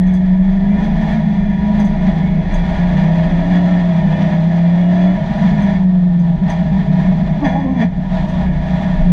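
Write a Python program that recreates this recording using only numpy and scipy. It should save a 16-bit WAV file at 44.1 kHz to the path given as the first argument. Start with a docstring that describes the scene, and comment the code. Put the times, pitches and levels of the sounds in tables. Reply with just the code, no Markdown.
"""Inside a stripped race car: a V8 rises and falls with throttle and gears, its low orders booming in the cabin.
The engine is a stack of roughened sine orders; its firings also shake the bare shell, a bank of resonances,
into a dull-topped rattle. A shaft whines and the intake hisses with load. Filtered noise makes the road's
low thrum and hum, dying noise bursts make loose metal clink, and jolts briefly swell the rattle.
Near the end something under load groans twice: a wavering stick-slip tone over harsh slips in the shell."""
import sys
import numpy as np
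from scipy import signal
from scipy.fft import rfft, irfft, next_fast_len
from scipy.io import wavfile

SR = 44100
rng = np.random.default_rng(int(sys.argv[2]) if len(sys.argv) > 2 else 0)


def gain_from_db(level_db):
    """Convert decibel levels to linear amplitude factors (20 dB per decade)."""
    decades = np.asarray(level_db, float) / 20
    return 10 ** decades


def materialize(psi):
    """Save the field psi as 16-bit PCM at rate SR to the path in sys.argv[1].

    A 1-D psi becomes a single channel; in a 2-D psi each row is a channel.
    """
    bounded = np.clip(np.atleast_2d(psi).T, -1, 1)
    quanta = np.round(bounded * 32767).astype(np.int16)
    wavfile.write(sys.argv[1], SR, quanta)


N = 402191

# strongest engine lines: (multiple of the cycle rate); the belt-driven shaft first, the firing note last
STRONG_ORDERS = [3.125, 5, 6, 7, 8]


def rms_one(x):
    """Scales a signal to rms 1."""
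    return x / np.sqrt(np.mean(np.abs(x) ** 2) + 1e-20)


def in_time(rows):
    """Draws each column of a table as straight lines through time."""
    s, *columns = np.transpose(rows)
    return [np.interp(np.arange(N) / SR, s, c) for c in columns]


def at_hz(points, hz):
    """Reads a level off a curve of (Hz, dB), straight over log frequency."""
    point_hz, point_db = np.array(points).T
    return np.interp(np.log(hz), np.log(point_hz), point_db)


def drift(rate_hz):
    """Slow chance: noise at every 50th sample through a double one-pole low-pass; rms 1."""
    r = np.exp(-100 * np.pi * rate_hz / SR)
    noise = rng.standard_normal(N // 50 + 502)
    slow = signal.lfilter([1], [1, -2 * r, r * r], noise)[500:]   # without the filter's start-up
    return np.interp(np.arange(N) / 50, np.arange(len(slow)), rms_one(slow))


def wavering(turn, rough):
    """A line that trades the share rough of its power for random drift in size and phase; nominal rms 1."""
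    steady = np.sqrt(2 * (1 - rough)) * np.sin(turn)
    wander = drift(12.0) * np.sin(turn) + drift(15.0) * np.cos(turn)
    return steady + np.sqrt(rough) * wander


def resonate(x, hz, width_hz):
    """Two-pole resonance, gain about 1 on top."""
    r = np.exp(-np.pi * width_hz / SR)
    poles = [1, -2 * r * np.cos(2 * np.pi * hz / SR), r * r]
    return signal.lfilter([(1 - r * r) / 2, 0, (r * r - 1) / 2], poles, x)


def pulses(per_s, jitter, spread_db):
    """One click each time the phase turns over, uneven in time and size."""
    unevenness = rng.standard_normal(N // 64 + 1).repeat(64)[:N]
    turns = np.floor(np.cumsum(per_s * (1 + jitter * unevenness)) / SR)
    return np.diff(turns, prepend=0) * gain_from_db(spread_db * rng.standard_normal(N))


def shell(x):
    """Parallel shell resonances, each made steep by a second, wider pass; low and high groups."""
    # shell and microphone box resonances: (frequency [Hz], width of the first pass [Hz], level [dB])
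    shell_modes = [(636, 47.4, 0.5), (709, 19, -2.5), (798, 31, -4.5), (889, 29, -7), (963.3, 32, -6),
                   (1148, 12, -16), (1438, 33, -21), (1702, 42, -10.5), (1802.4, 56, -10),
                   (1970, 280, -16.5), (2204, 14, -14), (2338, 45, -18), (2880, 17, -30), (3380, 49, -16.5),
                   (4140, 130, -37), (4760, 38, -28), (5780, 140, -40.5), (6230, 170, -37), (7100, 50, -57),
                   (8700, 300, -54.5), (10270, 310, -64)]
    rung = []
    for k, (hz, width_hz, db) in enumerate(shell_modes):
        ring = resonate(resonate(x, hz, width_hz), hz, 3.0 * width_hz)
        rung.append((-1) ** k * gain_from_db(db) * ring)   # neighbours in opposite polarity
    low = sum(ring for ring, mode in zip(rung, shell_modes) if mode[0] < 1300)
    return low, sum(rung) - low


def main_orders(cycle_hz, firing_db, uneven_db, load_db):
    """Levels of the shaft and of orders 5-8, set by the pitch each passes through, as the cabin booms."""
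    # cabin boom on orders 5-7: (pitch [Hz], level [dB])
    boom = [(110, -44.5), (135, -29), (150, -19.5), (163, -12.5), (178, -12), (190, -13.5), (198, -17.5),
            (206, -33.5), (226, -40.5), (260, -46)]
    # cabin response to the firing note, order 8: (pitch [Hz], level [dB])
    firing_note = [(165, -14), (185, -9), (205, -12), (216, -16), (234, -24), (256, -30), (290, -24.5)]
    # belt-driven shaft: (turning rate [Hz], level before load [dB])
    shaft = [(70, -30), (83, -34.5), (92, -28.5), (102, -30.5), (115, -33)]
    shaft_db = at_hz(shaft, STRONG_ORDERS[0] * cycle_hz) + 0.5 * load_db
    booming_db = [uneven_db + at_hz(boom, k * cycle_hz) for k in STRONG_ORDERS[1:-1]]
    note_db = firing_db + at_hz(firing_note, STRONG_ORDERS[-1] * cycle_hz)
    return [shaft_db, *booming_db, note_db]


def orders(cycle_hz, main_db, load_db):
    """Sines at multiples of the cycle rate, rough from uneven combustion, and a whine by shell and air."""
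    # unevenness of combustion from cycle to cycle: (time [s], share of power [0-1])
    roughness = [(0, .06), (.6, .06), (.8, .2), (2.3, .2), (2.5, .45), (3.3, .08), (3.9, .08), (4.05, .25),
                 (4.5, .03), (5.12, .03), (5.2, .7), (5.72, .4), (5.82, .05), (6.33, .06), (6.45, .65),
                 (8.1, .5), (8.35, .25), (9.12, .2)]
    # the other orders before load and favour: (pitch [Hz], level [dB])
    weak_orders = [(20, -36), (60, -36), (120, -42), (150, -30), (200, -28), (250, -40), (310, -45),
                   (370, -42), (480, -55), (640, -38), (800, -44), (1000, -50), (1300, -62)]
    # uneven firing between the two banks favours some of the other orders: (order, change [dB])
    favoured = [(2, 4.5), (3, -7.5), (9, -2.5), (10, 6), (11, 5), (12, -6), (13, 3), (14, 4.5), (15, -2.5),
                (16, 10.5), (20, 4), (24, -7.5), (25, -2.5), (32, -3)]
    # whine of the shaft: (multiple of its turning rate, drive into the shell [dB], airborne gain [dB])
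    whine = [(6, -31, -32), (12, -24, -47), (18, -29, -47), (24, -30, -62), (26, -24, -62), (30, -26, -55)]
    phase = 2 * np.pi * np.cumsum(cycle_hz) / SR
    (rough,) = in_time(roughness)
    rougher = np.clip(rough + .1, 0, 1)
    whine_rough = np.clip(rough + .08, 0, 1)
    # k * k only spreads the starting phases
    out = sum(gain_from_db(db) * wavering(k * phase + k * k, rough) for k, db in zip(STRONG_ORDERS, main_db))
    for k in set(range(1, 33)) - set(STRONG_ORDERS):
        level_db = at_hz(weak_orders, k * cycle_hz) + 0.74 * load_db + dict(favoured).get(k, 0)
        out += gain_from_db(level_db) * wavering(k * phase + k * k, rougher)
    shaken = 1e-18
    for multiple, shell_db, air_db in whine:
        strength = gain_from_db(1.3 * load_db + 3.0 * drift(3.0))
        line = strength * wavering(multiple * STRONG_ORDERS[0] * phase, whine_rough)
        shaken = shaken + gain_from_db(shell_db) * line
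        out += gain_from_db(air_db) * line * (cycle_hz / 35) ** 3.5   # the airborne part grows steeply with speed
    return out + sum(shell(shaken))


def rattle(cycle_hz, rattle_db, bright_db):
    """Each firing knocks the shell and lets a puff of hiss through; loose parts add clumped ticks."""
    # noise between the resonances: (frequency [Hz], relative level per Hz [dB])
    between_curve = [(47, -53.5), (80, -22), (112, -34), (183, 0), (303, -28.5), (480, -32.5), (642, -23),
                     (970, -28), (1310, -36), (1800, -41.5), (2700, -46.5), (3410, -40.5), (5400, -56.5),
                     (7090, -61.5), (8300, -71.5), (11000, -74), (13500, -89), (15600, -110)]
    firings = pulses(8 * cycle_hz, jitter=.05, spread_db=-1.0)
    puffs = signal.lfilter([1], [1, -.985], firings)
    tick_chance = 300 * gain_from_db(5.0 * drift(9.0)) / SR
    ticks = (rng.random(N) < tick_chance) * rng.standard_normal(N)
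    hiss = (2.1 + 0.32 * rms_one(puffs)) * rng.standard_normal(N)
    drive = 0.36 * rms_one(firings) + hiss + .5 * rms_one(ticks)
    drive *= gain_from_db(1.3 * drift(11.0))
    low, high = shell(drive)
    size = next_fast_len(N)
    colour = gain_from_db(at_hz(between_curve, np.fft.rfftfreq(size, 1 / SR) + 1))
    between = rms_one(irfft(rfft(drive, size) * colour, size)[:N])
    lift_db = rattle_db - np.mean(rattle_db)
    out = gain_from_db(rattle_db - 2.0) * rms_one(low)
    out += gain_from_db(rattle_db + bright_db - 0.5) * rms_one(high)
    return out + gain_from_db(lift_db - 23.5) * between


def intake(load_db):
    """A faint high hiss with a broad whistle: noise around 10 kHz, growing with load."""
    hiss = resonate(resonate(rng.standard_normal(N), 10350, 700), 10350, 2500)
    return gain_from_db(-77 + 1.8 * load_db + 2.5 * drift(12.0)) * rms_one(hiss)


def road():
    """The road keeps two low body modes ringing, each steady noise through a pair of resonances."""
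    # road: (time [s], thrum [dB], floor pan hum before its 2 dB lift [dB])
    road_levels = [(0.0, -15, -29.5), (0.18, -22, -30), (2.03, -26.5, -27), (2.28, -17, -31),
                   (2.67, -17, -26), (4.42, -33.5, -44), (5.71, -27.5, -28.5), (6.02, -27, -49.5),
                   (6.37, -28, -26.5), (8.08, -24.5, -34), (8.46, -21, -21), (8.86, -21, -26),
                   (9.04, -7, -42.5), (9.12, -26.5, -44.5)]
    thrum_db, hum_db = in_time(road_levels)
    thrum = resonate(resonate(rng.standard_normal(N), 28.5, 1.9), 41.0, 24.0)
    hum = resonate(resonate(rng.standard_normal(N), 59.5, 14.0), 54.0, 25.0)
    return gain_from_db(thrum_db) * rms_one(thrum) + gain_from_db(hum_db + 2.0) * rms_one(hum)


def clinks():
    """Each clink is a short dying chatter into the modes of the loose part, and a knock on the shell."""
    # clinks of loose metal, and at 6.5 s a road jolt knocking the shell: (time [s], relative strength [dB],
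    # knock on the shell over the chatter [dB])
    clink_hits = [(0.0663, -42, 1.5), (0.136, -39, 8.5), (0.838, -55.5, 21.5), (1.7952, -47.5, 18.5),
                  (1.8459, -35.5, 4.5), (2.5363, -34, 3), (5.6194, -47, 15), (6.1924, -46, 5.5),
                  (6.4961, -39, 11.5), (7.451, -56, 18.5), (7.807, -55.5, -5.5), (8.2866, -44, 9)]
    # modes of the loose metal: (frequency [Hz], relative level [dB], width of the first pass [Hz])
    clink_modes = [(6100, -1, 150), (6540, 0.5, 200), (7700, -11, 500), (9300, -22, 600),
                   (10000, -16.5, 460)]
    decay_s, attack_s = .022, 0.0015
    chatter, knock = np.full(N, 1e-18), np.full(N, 1e-18)
    t = np.arange(4000) / SR
    envelope = np.exp(-t / decay_s) * np.minimum(t / attack_s, 1)
    for s, strength_db, knock_db in clink_hits:
        burst = gain_from_db(strength_db) * rng.standard_normal(4000) * envelope
        at = round(s * SR)
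        chatter[at:at + 4000] += burst
        knock[at:at + 4000] += gain_from_db(knock_db) * burst
    ring = sum(gain_from_db(db) * resonate(resonate(chatter, hz, w), hz, 2 * w) for hz, db, w in clink_modes)
    # a small hard part: the knock leans to the treble
    low, high = shell(signal.lfilter([1, -2, 1], [1], knock))
    direct = resonate(knock, 3500, 3500)
    return gain_from_db(6.5) * ring + gain_from_db(42) * high + gain_from_db(54.0) * low + gain_from_db(-13.5) * direct


def jolts():
    """Jolts of the road shake the shell harder for a moment: a short bell-shaped swell in dB at each."""
    # jolts: (time [s], swell of the rattle [dB])
    jolt_hits = [(0.819, 2.5), (1.129, 2), (1.8, 4.5), (2.081, 4), (2.559, 2.5), (3.56, 4.5), (5.031, 2.5),
                 (5.46, 2.5), (6.52, 6), (7.47, 5.5), (8.15, 2)]
    width_s = 0.046
    t = np.arange(N) / SR
    return sum(db * np.exp(-((t - s) / width_s) ** 2) for s, db in jolt_hits)


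def groan():
    """Stick-slip: a wavering tone with overtones, and harsh slips that ring the shell."""
    # groan: (time [s], slip rate [per s], relative tone level [dB], relative harshness [dB])
    groan_course = [(7.38, 297, -28, -50), (7.43, 285, -14, -40), (7.45, 272, -15, -22),
                    (7.5, 255, -20, -29), (7.62, 272, -20, -37), (7.74, 260, -22, -43),
                    (7.79, 240, -20, -33), (7.815, 220, -14, -24), (7.85, 211, -17, -30),
                    (7.9, 205, -38, -53)]
    per_s, level_db, harsh_db = in_time(groan_course)
    t = np.arange(N) / SR
    start_s, end_s = groan_course[0][0], groan_course[-1][0]
    on = np.clip(np.minimum(t - start_s, end_s - t) / 0.074, 0, 1)   # 74 ms fades
    phase = 2 * np.pi * np.cumsum(per_s * (1 + .025 * drift(40.0))) / SR
    tone = gain_from_db(-3) * wavering(phase, .45) + gain_from_db(-19) * wavering(2 * phase, .7)
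    tone += gain_from_db(-13) * wavering(3 * phase, .6) + gain_from_db(-27) * wavering(4 * phase, .6)
    slips = pulses(per_s, jitter=.3, spread_db=2.5)
    low, high = shell(slips + .05 * rng.standard_normal(N))
    tremble_db = 1.5 * drift(25.0)
    harsh = rms_one(high) + gain_from_db(4.5) * rms_one(low)
    return on * (gain_from_db(level_db + 4.5 + tremble_db) * tone + gain_from_db(harsh_db) * harsh)


def scene():
    """Speed, effort and shaking steer the engine and its rattle; road, clinks and groan join them, in mono."""
    # engine speed, upshift at 5.2 s and downshift at 6.4 s: (time [s], cycles of eight firings [per s])
    speed = [(0, 23), (.3, 23.1), (.62, 24.2), (.88, 26.6), (1.08, 27), (1.22, 26.7), (1.4, 25.1),
             (1.72, 26), (1.9, 25.5), (2.16, 26.9), (2.4, 27.2), (2.62, 29), (2.86, 29.2), (3.12, 33.3),
             (3.36, 34.1), (3.52, 35.5), (3.7, 35.7), (3.88, 35), (4.06, 31.5), (4.44, 33.3), (4.8, 35.1),
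             (5.16, 36.9), (5.27, 27.1), (5.52, 25.9), (5.88, 23), (6.3, 21.3), (6.39, 21.8), (6.47, 29.8),
             (6.84, 26.5), (7.1, 26.8), (7.5, 26.6), (7.8, 29), (8.16, 31), (8.4, 30.2), (8.8, 30),
             (9.12, 29.6)]
    # load lifts the shaft, its whine, the weak orders and the intake hiss, each by its own factor:
    # (time [s], firing note [dB], orders from unequal cylinders [dB], load before that factor [dB])
    effort = [(0, -1, -11.5, -6), (.45, 0, -14, -15), (.8, 0, -5.5, -2), (1.3, -3.5, -4.5, -9.5),
              (1.8, -0.5, -8, -5.5), (2.2, -5, -1.5, -3.5), (2.6, -16.5, -7, -3.5), (3.1, -5.5, 1.5, -1),
              (3.6, -0.5, 0.5, -1), (3.95, -9, -0.5, -4.5), (4.15, 1.5, -1.5, 3), (4.38, -5.5, 1, -4.5),
              (4.5, -10.5, 1.5, -8), (5.1, -2.5, 3, 1.5), (5.3, -13, -2.5, -12), (5.6, -2, -1, -4),
              (5.9, 1, -11.5, -13), (6.35, 1.5, -1.5, -11.5), (6.5, -13, -2.5, -10), (7.35, -13, -1, -6.5),
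              (7.56, -22.5, -7, -17.5), (7.7, -8.5, -3.5, -6.5), (8, -6, -4, -12.5), (8.4, -8, -2.5, -4.5),
              (9.12, -5.5, 1.5, -9.5)]
    # shaking before jolts and fixed trims: (time [s], shell rattle [dB], brightness [dB])
    shake = [(0, -34, -4), (.4, -34.5, -5.5), (1.09, -26.5, -7), (1.25, -30.5, -5), (1.6, -33.5, -2),
             (1.75, -27.5, -9), (2.45, -31.5, -4), (2.6, -25.5, -6.5), (3.5, -27, -6), (4.55, -28, -6),
             (5.1, -30, -4), (5.25, -28.5, -8), (5.4, -25, -7.5), (5.77, -27.5, -5.5), (5.85, -35, -10),
             (6.35, -31.5, -11), (6.6, -28, -7), (7.39, -29.5, -9.5), (7.62, -34, -11), (7.77, -34.5, -9),
             (7.82, -24.5, -6.5), (7.9, -40.5, -6.5), (8.15, -27, -11.5), (8.41, -27, -11),
             (8.48, -31.5, -7), (8.75, -25.5, -8), (9.12, -29.5, -8)]
    (cycle_hz,) = in_time(speed)
    firing_db, uneven_db, load_db = in_time(effort)
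    rattle_db, bright_db = in_time(shake)
    jolt_db = jolts()
    main_db = main_orders(cycle_hz, firing_db, uneven_db, load_db)
    shaking = rattle(cycle_hz, rattle_db + jolt_db, bright_db + 0.28 * jolt_db)   # jolts brighten too
    engine = orders(cycle_hz, main_db, load_db) + shaking + intake(load_db)
    return (engine + road() + clinks() + groan())[None]


def top_cut(x):
    """Nothing passes above the cut-off."""
    return signal.sosfilt(signal.butter(12, 14800, fs=SR, output="sos"), x)


def record(dry):
    """Peaks are softly rounded by a tanh curve."""
    mix = 1.052 * np.tanh(dry / 1.166)
    return top_cut(mix)


dry = scene()
out = record(dry)
materialize(out)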